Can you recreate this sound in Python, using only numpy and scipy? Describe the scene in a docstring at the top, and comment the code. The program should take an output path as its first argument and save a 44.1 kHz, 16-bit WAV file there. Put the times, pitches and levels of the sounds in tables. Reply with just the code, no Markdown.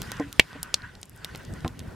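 """Wood fire, close microphone

A wood fire outdoors at night: filtered noise makes the low flutter of the flames, the swelling hiss of
sap and the fizz of embers under fine crackle. Close by, the fire snaps in bursts of coloured noise with
a scattered answer. Ringing modes make knocks on a hollow log and low thuds: the thump of the loudest
snap and wood landing on the ground.
"""
import sys
import numpy as np
from scipy import signal
from scipy.fft import rfft, irfft, next_fast_len
from scipy.io import wavfile
from scipy.ndimage import uniform_filter1d, map_coordinates

SR = 44100
rng = np.random.default_rng(int(sys.argv[2]) if len(sys.argv) > 2 else 0)


def dump(signal):
    """Clip the signal to [-1, 1] and save it as 16-bit WAV at the path in sys.argv[1]."""
    limited = np.clip(np.atleast_2d(signal).T, -1, 1)
    pcm = np.round(limited * 32767).astype(np.int16)
    wavfile.write(sys.argv[1], SR, pcm)


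N = 85995

# Levels of the three steady sounds: (time [s], sap hiss [dB], flame flutter [dB], ember fizz [dB])
BED_LEVELS = [(0, -48.5, -37.5, -46), (.14, -44, -45.5, -49.5), (.27, -49, -43, -54),
              (0.358, -66.5, -49.5, -51.5), (.5, -48.5, -47, -55), (.56, -47, -44.5, -56),
              (.86, -48.5, -47, -57), (.95, -56, -48.5, -59), (1.09, -72.5, -49.5, -60),
              (1.22, -48.5, -47, -55), (1.45, -52, -42.5, -54), (1.58, -53, -40.5, -54),
              (1.72, -61, -44.5, -56), (1.95, -52.5, -41.5, -59)]
# Spectrum of the flame flutter: (frequency [Hz], relative density [dB per Hz])
FLAME_SPECTRUM = [(20, -8.5), (55, -0.5), (130, 0), (220, -6), (450, -14), (900, -21.5), (2500, -43)]
# Resonances of the narrow sap vents: (frequency [Hz], width [Hz], level [dB])
SAP_VENTS = [(980, 118, -5.5), (1510, 136, 0.95), (1903, 130, -1.5), (2860, 980, -13.5)]
# Spectrum of the ember fizz: (frequency [Hz], relative density [dB per Hz])
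FIZZ_SPECTRUM = [(300, -1.5), (700, -7), (3000, -7.5), (7000, -15.5), (12300, -17.5), (13200, -15.5),
                 (16000, -49)]
# Stereo likeness of the steady sounds: (frequency [Hz], left-right correlation [0 to 1])
STEREO_LIKENESS = [(100, 1), (450, 0.23), (800, 0.42), (1800, 0.93), (5000, 0.62), (12000, 0.2)]
# Snaps of the fire, some with a quick ground echo, and the clack that starts a thud:
# (time [s], peak level [dB], pitch [Hz], bass [dB], treble [dB], width [share of pitch])
SNAP_EVENTS = [(0.0188, -11.5, 3360, -13, -4, 0.83), (0.0298, -29, 5000, -18, -5, .9),
               (0.1184, -11.5, 3300, -2.5, -10.5, 5.1), (.169, -33, 5340, -16, -25, 0.38),
               (0.199, -28.5, 5000, -22, -33, 0.65), (0.3279, -17.5, 3980, -20, 1.5, 3.3),
               (.3959, 8, 2050, -9, -22, .8), (.3972, -4, 3100, -12, -30, 0.3),
               (0.3981, 5, 2250, -14, -30, 0.5), (0.5307, -29, 3320, -2, -25, 0.37),
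               (0.6305, -9, 4940, -14.5, 3.5, 1.02), (0.7411, -12, 2900, -8, -30, 0.7),
               (0.7427, -1.5, 4500, -21, -40, .55), (.7444, -15, 4500, -18, -40, .5),
               (0.9526, -33.5, 4360, -50, -24, 0.71), (1.0152, -29, 8000, -26.5, 0.5, .8),
               (1.0306, -20, 3700, -9.5, -27, 2.8), (1.056, -33.5, 7240, -33.5, -1, 0.15),
               (1.0958, -28.5, 6000, -27, 11, 0.82), (1.1623, -33, 6970, -25, 16, 1),
               (1.176, -35, 7000, -20, -5, 0.99), (1.2465, -12, 3150, -11.5, -7.5, 0.87),
               (1.2495, -22, 6000, -20, 0, 1.4), (1.3493, -24, 2700, -8, -22, 0.4),
               (1.3519, -31, 1700, -12, -25, .35), (1.3587, -21.5, 4080, -5, -3, 1.5),
               (1.375, -31.5, 8100, -32, 10, 0.71), (1.4505, -31, 4930, -28, -16, 0.56),
               (1.5381, -29, 6000, -22, -14, 0.78), (1.606, -37.5, 4240, -28, -14, 0.63),
               (1.647, -21, 1200, -6, -45, 1.5), (1.679, -17.5, 3300, -9.5, -9.5, 0.69),
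               (1.7931, -24, 4080, -35.5, -11, 2), (1.803, -30.5, 2970, -13, -16, 0.32)]
# Blows on the hollow log: (time [s], level [dB], ring [share of the modes' t60])
LOG_KNOCKS = [(.1985, -20.5, 1.11), (.2043, -24, 1.02), (.553, -36.5, 0.76), (.561, -40.5, 0.65)]
# Modes of the hollow log: (frequency [Hz], level [dB], t60 at ring share 1 [s])
LOG_MODES = [(285.8, -1.7, 0.17), (299.3, -9.5, 0.14), (443, 0.3, 0.085), (595, -3.5, 0.084),
             (745, -5.5, 0.051), (1035, -12, 0.062)]
# Low thuds, the thump of the loudest snap and wood landing on the ground:
# (time [s], level [dB], ring [share of the modes' t60])
LOW_THUDS = [(.3963, -19, .25), (1.6478, -26, 1), (1.6605, -33, 1)]
# Modes shared by the low thuds: (frequency [Hz], level [dB], t60 at ring share 1 [s])
THUD_MODES = [(61, -15, 0.13), (101, 2.5, 0.052), (148.3, 5.5, 0.057), (242.6, -3.5, 0.14),
              (329, -1.5, 0.084), (457.4, -7.5, 0.1), (763, -7.5, 0.09), (1042, -5, 0.075),
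              (1220, -24, 0.043)]
# Response of the microphone: (frequency [Hz], gain [dB])
MIC_RESPONSE = [(25, -6), (60, 0), (9000, -0.5), (16300, -7.5)]

CRACKLE_PER_S, CRACKLE_DB = 700, -8.5  # level relative to the ember hiss
CRACKLE_HZ, CRACKLE_CYCLES = 6000, 3.58  # middle pitch; cycles until a tick falls to 1/e
CRACKLE_SPREAD_DB = 3.5  # mean of the exponential spread of tick levels
SPLINTER_DB, SPLINTER_T60_S, TREBLE_T60_S = -20, 0.014, 0.011  # tearing after the burst
SCATTER_DB, SCATTER_T60_S, SCATTER_WAIT_S = -41.5, 0.08, 0.0011  # answer of logs and ground
BASS_HZ, BASS_Q, TREBLE_HZ, TREBLE_Q = 700, 0.6, 12500, 5  # outer colours of a snap
LEFT_DB, LEFT_LAG_S = -0.06, 14e-6  # the snaps sit a little to the right
GRIT_DB, GRIT_HZ, GRIT_T60_S = 14.5, 700, 0.06  # rough part of a thud; t60 at ring share 1
CLIP_TOP, CLIP_KNEE, TOP_HZ = 1.0, 6, 16300  # full scale, knee exponent, band limit


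def amp(db):
    """Decibels to gain."""
    return 10 ** (np.asarray(db) / 20)


def unit(x):
    """Scaled to rms 1."""
    return x / np.sqrt(np.mean(x ** 2) + 1e-20)


def along(points, hz):
    """Value at hz, read between (Hz, value) points on a log axis."""
    f, v = np.transpose(points)
    return np.interp(np.log(hz + 1), np.log(f + 1), v)


def level_curve(column):
    """One column of the steady levels in dB, a value per sample."""
    rows = np.array(BED_LEVELS)
    return np.interp(np.arange(N) / SR, rows[:, 0], rows[:, column])


def wobble(rate):
    """A smooth random curve with rate knots a second (below 100)."""
    knots = rng.standard_normal(int(N * 100 / SR) + 4)
    return map_coordinates(knots, [np.arange(N) * rate / SR])


def filtered(x, response):
    """x times a complex response of frequency, with padding for the tails."""
    n = x.shape[-1]
    m = next_fast_len(n + 4096)
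    return irfft(rfft(x, m) * response(np.fft.rfftfreq(m, 1 / SR)), m)[..., :n]


def peak(f, hz, width):
    """One causal resonance with gain 1 at its centre."""
    return 1j * f * width / (hz * hz - f * f + 1j * f * width)


def rush(gain, patchy_db):
    """Stereo noise of rms 1, its gain varying in patches of time and frequency."""
    z = signal.stft(rng.standard_normal((2, N)), nperseg=512)[2]
    field = rng.standard_normal(z.shape[1:])
    field = uniform_filter1d(field, size=6, axis=0)
    field = uniform_filter1d(field, size=8, axis=1)
    pair = signal.istft(z * amp(patchy_db * unit(field)), nperseg=512)[1][:, :N]

    def mid_side(hz):
        # cos(2 * angle) is the correlation of left and right
        angle = np.arccos(np.clip(along(STEREO_LIKENESS, hz), -1, 1)) / 2
        return gain(hz) * np.array([np.cos(angle), np.sin(angle)])

    mid, side = filtered(pair, mid_side)
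    return unit(np.array([mid + side, mid - side]))


def add(track, s, x):
    """Mixes x in at time s, cut at the end of the track."""
    part = track[..., round(s * SR):][..., :x.shape[-1]]
    part += x[..., :part.shape[-1]]


def flames():
    """Low flutter of the burning gas: noise weighted to the bass with a wavering level."""
    level_db = level_curve(column=2) + 1.8 * wobble(rate=25)
    return amp(level_db) * rush(lambda f: amp(along(FLAME_SPECTRUM, f)), patchy_db=2.3)


def sap():
    """A sputtering hiss: noise through the resonances of narrow vents."""
    def vents(f):
        total = 0
        for k, (hz, width, db) in enumerate(SAP_VENTS):
            total = total + (-1) ** k * amp(db) * peak(f, hz, width)  # neighbours in opposite sign
        return total * peak(f, 1300, 2700)

    level_db = level_curve(column=1) + 2.08 * wobble(rate=44.87)
    return amp(level_db) * rush(vents, patchy_db=2.46)


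def crackle():
    """Many tiny decaying sine ticks, a few of them spiky, leaning right by up to 20 dB; rms 1."""
    u = rng.random((round(CRACKLE_PER_S * N / SR), 4))  # time, pitch, level, side
    hz = np.clip(CRACKLE_HZ * np.exp(2.2 * (u[:, 1:2] - 0.5)), 500, 15000)
    t = np.arange(160) / SR
    strength = amp(-CRACKLE_SPREAD_DB * np.log(1 - u[:, 2:3]))
    tick = strength * np.sin(2 * np.pi * hz * t) * np.exp(-t * hz / CRACKLE_CYCLES)
    start = (u[:, :1] * (N - len(t))).astype(int)
    at = (start + np.arange(len(t))).ravel()
    lean_db = 10 * (u[:, 3:] - 1)
    sides = [np.bincount(at, (tick * amp(side * lean_db)).ravel(), N) for side in (1, -1)]
    return unit(np.array(sides))


def fizz():
    """Broad noise hiss of the embers with fine crackle on it."""
    hiss = rush(lambda f: amp(along(FIZZ_SPECTRUM, f)), patchy_db=3.0)
    level_db = level_curve(column=3) + 0.6 * wobble(rate=11)
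    return amp(level_db) * (hiss + amp(CRACKLE_DB) * crackle())


def snaps():
    """A burst, a short tearing and a scattered answer, in each event's own colour; treble tears shortest."""
    out, t = np.zeros((2, N)), np.arange(SR // 8) / SR
    burst = -1.0 * (t == 0)
    scatter = amp(SCATTER_DB - 60 * t / SCATTER_T60_S) * (1 - np.exp(-t / SCATTER_WAIT_S))
    for s, db, hz, bass_db, treble_db, share in SNAP_EVENTS:
        noise = rng.standard_normal((3, len(t)))
        answer = scatter * noise[1:]  # different left and right
        body = burst + amp(SPLINTER_DB - 60 * t / SPLINTER_T60_S) * noise[0]
        edge = burst + amp(SPLINTER_DB - 60 * t / TREBLE_T60_S) * noise[0]

        def body_colour(f):
            pitch = peak(f, hz, hz * share) * peak(f, hz, 2 * hz) ** 2
            bass = 2 * peak(f, BASS_HZ, BASS_HZ / BASS_Q) / (1 + 1j * f / 2500)
            return pitch + amp(bass_db) * bass

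        def edge_colour(f):
            return amp(treble_db) * peak(f, TREBLE_HZ, TREBLE_HZ / TREBLE_Q)

        pair = filtered(body + answer, body_colour) - filtered(edge + answer, edge_colour)
        add(out, s, amp(db) * pair / np.abs(pair).max())

    def placing(f):
        left = amp(LEFT_DB) * np.exp(-2j * np.pi * f * LEFT_LAG_S)
        return np.array([left, np.ones_like(f)])

    return filtered(out, placing)


def struck(blows, modes, attack_s):
    """Decaying sine modes, rung by every blow with slightly new strengths."""
    out, t = np.zeros(N), np.arange(SR // 4) / SR
    for s, db, share in blows:
        ring = np.zeros(len(t))
        for hz, level, t60 in modes:
            decay = amp(level + 2 * rng.normal() - 60 * t / (t60 * share))
            ring += decay * np.sin(2 * np.pi * hz * t)
        add(out, s, amp(db) * ring * (1 - np.exp(-t / attack_s)))
    return out


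def knocks():
    """The hollow log rings in its own modes when knocked."""
    return struck(LOG_KNOCKS, LOG_MODES, attack_s=0.00079)


def thuds():
    """The loudest snap's thump and wood landing on the ground: low modes with a rough, dull noise burst."""
    out, t = struck(LOW_THUDS, THUD_MODES, attack_s=0.00026), np.arange(SR // 8) / SR
    for s, db, share in LOW_THUDS:
        grit = filtered(rng.standard_normal(len(t)), lambda f: peak(f, GRIT_HZ, GRIT_HZ) ** 2)
        add(out, s, amp(db + GRIT_DB - 60 * t / (GRIT_T60_S * share)) * grit)
    return out


def scene():
    """The whole fire in stereo, knocks and thuds in the centre."""
    return flames() + sap() + fizz() + snaps() + knocks() + thuds()


def record(dry):
    """The microphone thins deep bass and dulls the top, the loudest snap clips, then the band is limited."""
    x = filtered(dry, lambda hz: amp(along(MIC_RESPONSE, hz)))
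    clipped = x / (1 + np.abs(x / CLIP_TOP) ** CLIP_KNEE) ** (1 / CLIP_KNEE)
    return filtered(clipped, lambda hz: hz < TOP_HZ)


dry = scene()
out = record(dry)
dump(out)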